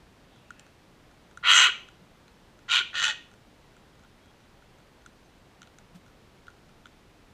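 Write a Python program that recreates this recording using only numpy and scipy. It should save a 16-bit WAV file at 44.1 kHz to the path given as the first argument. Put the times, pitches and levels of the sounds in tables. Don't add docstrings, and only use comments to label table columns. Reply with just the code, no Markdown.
import sys
import numpy as np
from scipy import signal
from scipy.fft import rfft, irfft, next_fast_len
from scipy.io import wavfile
from scipy.ndimage import uniform_filter1d, map_coordinates

SR = 44100
rng = np.random.default_rng(int(sys.argv[2]) if len(sys.argv) > 2 else 0)


def materialize(psi):
    bounded = np.clip(np.atleast_2d(psi).T, -1, 1)
    quanta = np.round(bounded * 32767).astype(np.int16)
    wavfile.write(sys.argv[1], SR, quanta)


N = 323253

# (frequency [Hz], relative level [dB])
HUM_TONE = [(12, -29.5), (20, 0.5), (166, -2), (404, -7), (452, -8), (649, -10), (857, -11.5), (958, -12),
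            (1410, -15), (1670, -15.5), (3350, -20), (3850, -21), (13500, -37.5), (15500, -41.5)]
# (time [s], length [s], pitch [Hz], level [dB], waver [share of the pitch])
CHIRPS = [(0.242, 0.23, 3400, -66, 0.1), (0.278, 0.57, 2700, -66.5, 0.057), (0.48, 0.24, 1780, -64, 0.082),
          (4.199, 0.066, 3290, -68.5, 0.0069), (4.264, 0.058, 3290, -65.5, .006),
          (5.222, 0.063, 6100, -71.5, 0.021)]
# (delay [s], level [dB])
WALL_ECHOES = [(.0076, -17), (0.0128, -17.5)]
# (frequency [Hz], time to fade by 60 dB [s])
ECHO_FADE = [(300, 1), (1400, 0.34), (3000, 0.38), (6000, 0.39), (12000, 0.1248)]
# (frequency [Hz], gain [dB])
ECHO_TONE = [(400, -5), (1400, -8.5), (2450, 2.5), (3000, -1), (4200, -4), (7200, -6.5), (10000, 3.5),
             (14000, 1.5)]
# (time [s], level [dB], pitch [Hz], rustle level [dB])
THUMPS = [(2.006, -51, 181, -79.5), (3.005, -52.5, 151, -72), (5.941, -45.5, 178.5, -60.5)]
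# (time [s], crunch level [dB], ring over crunch [dB], tick over crunch [dB])
SEED_CRACKS = [(0.5055, -68, 19.5, 2), (0.595, -62, -17, 0), (1.3114, -76.5, 8, -2),
               (1.3735, -65.5, 16, 1.5), (1.8866, -66, 6, -4.5), (2.28, -68.5, -1.5, -8),
               (4.0475, -78, 11.5, -9.5), (4.6229, -77.5, 10, -8), (5.0613, -66.5, 10.5, 2),
               (5.6183, -63.5, 3.5, -0.5), (5.6296, -62, -4, -7), (5.673, -67.5, -2, -10),
               (5.7855, -68, 4, 3), (6.4684, -68, -0.5, -11), (6.4814, -72, 20.5, -5.5),
               (6.8563, -61, 5, -13), (6.8679, -72, 8, -2)]
# (frequency [Hz], width [Hz], relative level [dB])
HUSK_RING = [(1810, 630, -5), (2610, 462, -1.5), (3310, 500, 1.5), (4123, 600, -4)]
BILL_RING = [(6173, 560, 1.5), (7600, 1047, -4.5), (8340, 560, -4.5), (10194, 660, -21.5)]
MOUTH_RING = [(1409, 210, 3.5), (1920, 300, -15)]
# (time [s], length [s], first pitch [Hz], last pitch [Hz], tone level [dB], mouth ring level [dB])
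SQUAWKS = [(1.676, 0.028, 459, 311, -47.5, -26), (2.795, 0.028, 422, 317, -48, -28),
           (3.041, 0.09, 923, 813, -42, -58)]
# (time [s], length [s], rise time [s], time until the beak is widest [s], throaty level [dB],
#  piercing level [dB], shrill level [dB], shrillness lost with the beak closed [dB])
SCREECHES = [(1.423, 0.25, .015, 0.15, -20.5, -18.5, -21.5, 34.5),
             (2.675, 0.12, 0.013, 0.06, -27.5, -21, -36.5, 8),
             (2.924, 0.19, 0.011, 0.12, -29, -29, -35.5, 15.5)]
# (frequency [Hz], width [Hz], relative level [dB])
LONG_THROAT = [(972.2, 40, -12), (1419, 155, 4.5), (1988, 242, -2.5), (2306, 37, -1.5), (2571, 86, -4),
               (2908, 88, 2.5), (3248, 92, 3), (4000, 222, -6), (6220, 280, -10.5), (7426, 560, -16)]
SHORT_THROAT = [(1050, 96, -11), (1402, 40, 8), (1900, 1050, -12), (2320, 160, -2), (3000, 460, -0.5),
                (3250, 83, 7.5), (3730, 430, -5), (4460, 420, -26), (5960, 160, -16), (7440, 480, -21.5)]
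HOARSE_THROAT = [(540, 190, -19.5), (1430, 135, 7), (1815, 139, 7), (2500, 150, -3), (2955, 144, 3.5),
                 (3370, 140, 3.5), (3890, 590, -3), (4930, 250, -12.5), (5240, 250, -14), (6300, 470, -8.5),
                 (7250, 490, -12.5)]
# (frequency [Hz], gain [dB])
BEAK_TONE = [(300, 8.5), (700, 1), (1050, 1), (1520, -2.5), (1690, -8.5), (1860, 1), (4100, -4), (5150, -6),
             (5900, -1), (7700, 0), (9000, -4.5), (11500, -3.5), (12700, -10.5), (15000, -7)]
# (time [s], half length [s], boost in strain [dB])
SURGES = [(1.505, .028, 4), (2.721, 0.0088, 3), (2.955, 0.0054, 3), (3.045, .008, 6)]

RELEASE_S = 0.0104
STRAIN_LAG = 1.86
EASE_S, EASE_DB = 0.03, 5
END_OPENING = 0.54
THROATY_LOSS_DB, PIERCING_LOSS_DB, HISS_LOSS_DB = 7.5, 1, 9.5


def amp(db):
    return 10 ** (np.asarray(db) / 20)


def unit(x):
    return x / np.sqrt(np.mean(x ** 2) + 1e-20)


def along(points, hz):
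    f, values = np.transpose(points)
    return np.interp(np.log(hz + 1), np.log(f + 1), values)


def wobble(rate, size):
    knots = rng.standard_normal(int(size * rate / SR) + 4)
    return map_coordinates(knots, [np.arange(size) * rate / SR])


def filtered(x, response):
    size = next_fast_len(len(x) + SR // 4)
    return irfft(rfft(x, size) * response(np.fft.rfftfreq(size, 1 / SR)), size)[:len(x)]


def resonances(modes, f):
    return sum((-1) ** k * amp(db) * 1j * f * width / (hz * hz - f * f + 1j * f * width)
               for k, (hz, width, db) in enumerate(modes))


def highpass(f, edge_hz):
    s = 1j * f / edge_hz
    return s * s / (s * s + np.sqrt(2) * s + 1)


def steady(x):
    return x / np.sqrt(np.abs(uniform_filter1d(x * x, size=600)) + 1e-12)


def add(track, start, sound):
    part = track[round(start * SR):][:len(sound)]
    part += sound[:len(part)]


def suburb(level_db, drift_db):
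    noise = unit(filtered(rng.standard_normal(N), lambda f: amp(along(HUM_TONE, f))))
    return noise * amp(level_db + drift_db * wobble(2.98, N))


def distant_birds():
    out = np.zeros(N)
    for start, length, hz, db, waver in CHIRPS:
        size = int(length * SR)
        pitch = hz * (1 + waver * wobble(500, size))
        phase = 2 * np.pi * np.cumsum(pitch) / SR
        add(out, start, amp(db) * np.hanning(size) * np.sin(phase))
    return out


def garden_echo(x, scatter_db, build_s):
    hz, t, spectrum = signal.stft(rng.standard_normal(SR * 3 // 4), SR, nperseg=256)
    fade = amp(-60 * t / along(ECHO_FADE, hz)[:, None])
    build = 1 - np.exp(-t / build_s)
    _, tail = signal.istft(spectrum * fade * build, SR, nperseg=256)
    scattered = signal.fftconvolve(x, tail / np.linalg.norm(tail))[:N]
    walls = lambda f: sum(amp(db) * np.exp(-2j * np.pi * f * delay) for delay, db in WALL_ECHOES)
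    return filtered(x, walls) + amp(scatter_db) * filtered(scattered, lambda f: amp(along(ECHO_TONE, f)))


def thumps(swell_s, rustle_s):
    out, t = np.zeros(N), np.arange(SR // 5) / SR
    swell = lambda peak_s: (t / peak_s * np.exp(1 - t / peak_s)) ** 2
    feather_tone = lambda f: highpass(f, 1000) / (1 + 1j * f / 3500) / (1 + 1j * f / 10000)
    for start, db, hz, rustle_db in THUMPS:
        thump = amp(db) * swell(swell_s) * np.sin(2 * np.pi * hz * t)
        feathers = unit(filtered(rng.standard_normal(len(t)), feather_tone))
        add(out, start, thump + amp(rustle_db) * swell(rustle_s) * feathers)
    return out


def seed_clicks(crack_s, nibbles_per_s, nibble_db, spread_db):
    out, t = np.zeros(N), np.arange(SR // 20) / SR
    tap = np.exp(-t / 0.0001)
    ring = unit(filtered(tap, lambda f: resonances(MOUTH_RING, f) ** 2))
    chance = rng.random((int(nibbles_per_s * N / SR), 2))
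    nibbles = [(when * N / SR, nibble_db + spread_db * (2 * force - 1), 6, -2) for when, force in chance]
    for start, db, ring_db, tick_db in [*SEED_CRACKS, *nibbles]:
        crack = rng.standard_normal(len(t)) * np.exp(-t / crack_s)
        crunch = unit(filtered(crack, lambda f: resonances(HUSK_RING, f)))
        tick = unit(filtered(crack, lambda f: resonances(BILL_RING, f)))
        add(out, start, amp(db) * (crunch + amp(ring_db) * ring + amp(tick_db) * tick))
    return out


def squawks():
    out = np.zeros(N)
    for start, length, first_hz, last_hz, tone_db, ring_db in SQUAWKS:
        size = int(length * SR)
        phase = 2 * np.pi * np.cumsum(np.linspace(first_hz, last_hz, size)) / SR
        overtones = sum(np.sin(k * phase) for k in range(2, 8))
        ring = unit(filtered(overtones, lambda f: resonances(MOUTH_RING, f) ** 2))
        add(out, start, np.hanning(size) * (amp(tone_db) * np.sin(phase) + amp(ring_db) * ring))
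    return out


def syrinx(slap_hz, jitter, spread_db, puff_s, leak, snap):
    size = SR // 2
    t = np.arange(size) / SR
    timing, force = rng.standard_normal((size // 100, 2)).T
    starts = np.cumsum(np.exp(jitter * timing) * SR / slap_hz).astype(int)
    slaps = np.bincount(starts, amp(spread_db * force), size)[:size]
    flow = unit(signal.fftconvolve(slaps, np.exp(-t / puff_s))[:size])
    return unit((flow + leak) * rng.standard_normal(size)) + snap * unit(slaps)


def screech(row, throat, air, low_hz, high_hz, drift, hiss_db):
    start, length, rise_s, widest_s, throaty_db, piercing_db, shrill_db, shrill_loss_db = row
    samples = np.arange(len(air))
    t = samples / SR
    release = np.exp(-np.maximum(t - length, 0) / RELEASE_S)
    surge_db = sum(db * np.exp(-((start + t - when) / half_s) ** 2) for when, half_s, db in SURGES)
    pressure = (1 - np.exp(-t / rise_s)) ** 2 * release * amp(0.5 * surge_db)
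    easing = amp(np.interp(t, [length - EASE_S, length], [0, -EASE_DB]))
    strain = (1 - np.exp(-t / (STRAIN_LAG * rise_s))) ** 3 * easing * release * amp(surge_db)
    closed = 1 - np.interp(t, [0, widest_s, length], [0, 1, END_OPENING])
    beak = lambda f: highpass(f, low_hz) * amp(along(BEAK_TONE, f)) / (1 + (f / high_hz) ** 6)
    voice = filtered(air, lambda f: resonances(throat, f) * beak(f))
    wander = np.cumsum(drift * wobble(25, len(air)))
    voice = map_coordinates(voice, [samples + wander], mode="mirror")
    below = [filtered(voice, lambda f: 1 / (1 + (f / hz) ** 24)) for hz in (2200, 5150, 8700)]
    throaty, piercing, shrill, hiss = np.diff([0 * voice, *below, voice], axis=0)
    puff_power = np.abs(uniform_filter1d(unit(air) ** 2, size=70))
    hiss = hiss * puff_power ** 0.3 / np.std(throaty)
    cry = (pressure * amp(throaty_db - THROATY_LOSS_DB * closed) * steady(throaty)
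           + strain * amp(piercing_db - PIERCING_LOSS_DB * closed) * steady(piercing)
           + np.sqrt(pressure * strain) * amp(shrill_db - shrill_loss_db * closed) * steady(shrill)
           + strain ** 1.4 * amp(throaty_db + hiss_db - HISS_LOSS_DB * closed) * hiss)
    out = np.zeros(N)
    add(out, start, cry)
    return out


def cockatoos():
    dense = syrinx(slap_hz=215, jitter=0.25, spread_db=1.8, puff_s=0.002, leak=0.28, snap=0.35)
    rattling = syrinx(slap_hz=160, jitter=0.21, spread_db=1.8, puff_s=0.0026, leak=0.22, snap=0.3)
    crackling = syrinx(slap_hz=225, jitter=0.32, spread_db=3, puff_s=0.0017, leak=0.3, snap=0.5)
    long = screech(SCREECHES[0], LONG_THROAT, dense, low_hz=740, high_hz=17000, drift=0.006, hiss_db=1.5)
    short = screech(SCREECHES[1], SHORT_THROAT, rattling,
                    low_hz=921, high_hz=11290, drift=0.0068, hiss_db=-3.5)
    hoarse = screech(SCREECHES[2], HOARSE_THROAT, crackling,
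                     low_hz=483, high_hz=12500, drift=0.008, hiss_db=2)
    return long + short + hoarse


def scene():
    calls = cockatoos() + squawks() + distant_birds()
    clicks = seed_clicks(crack_s=0.0015, nibbles_per_s=3, nibble_db=-78, spread_db=5)
    echo = garden_echo(calls + amp(-3.5) * clicks, scatter_db=-9.5, build_s=0.0033)
    background = thumps(swell_s=0.017, rustle_s=0.016) + suburb(level_db=-57, drift_db=0.05)
    return (calls + clicks + echo + background)[None]


def record(dry):
    return filtered(dry[0], lambda f: f < 15400)[None]


dry = scene()
out = record(dry)
materialize(out)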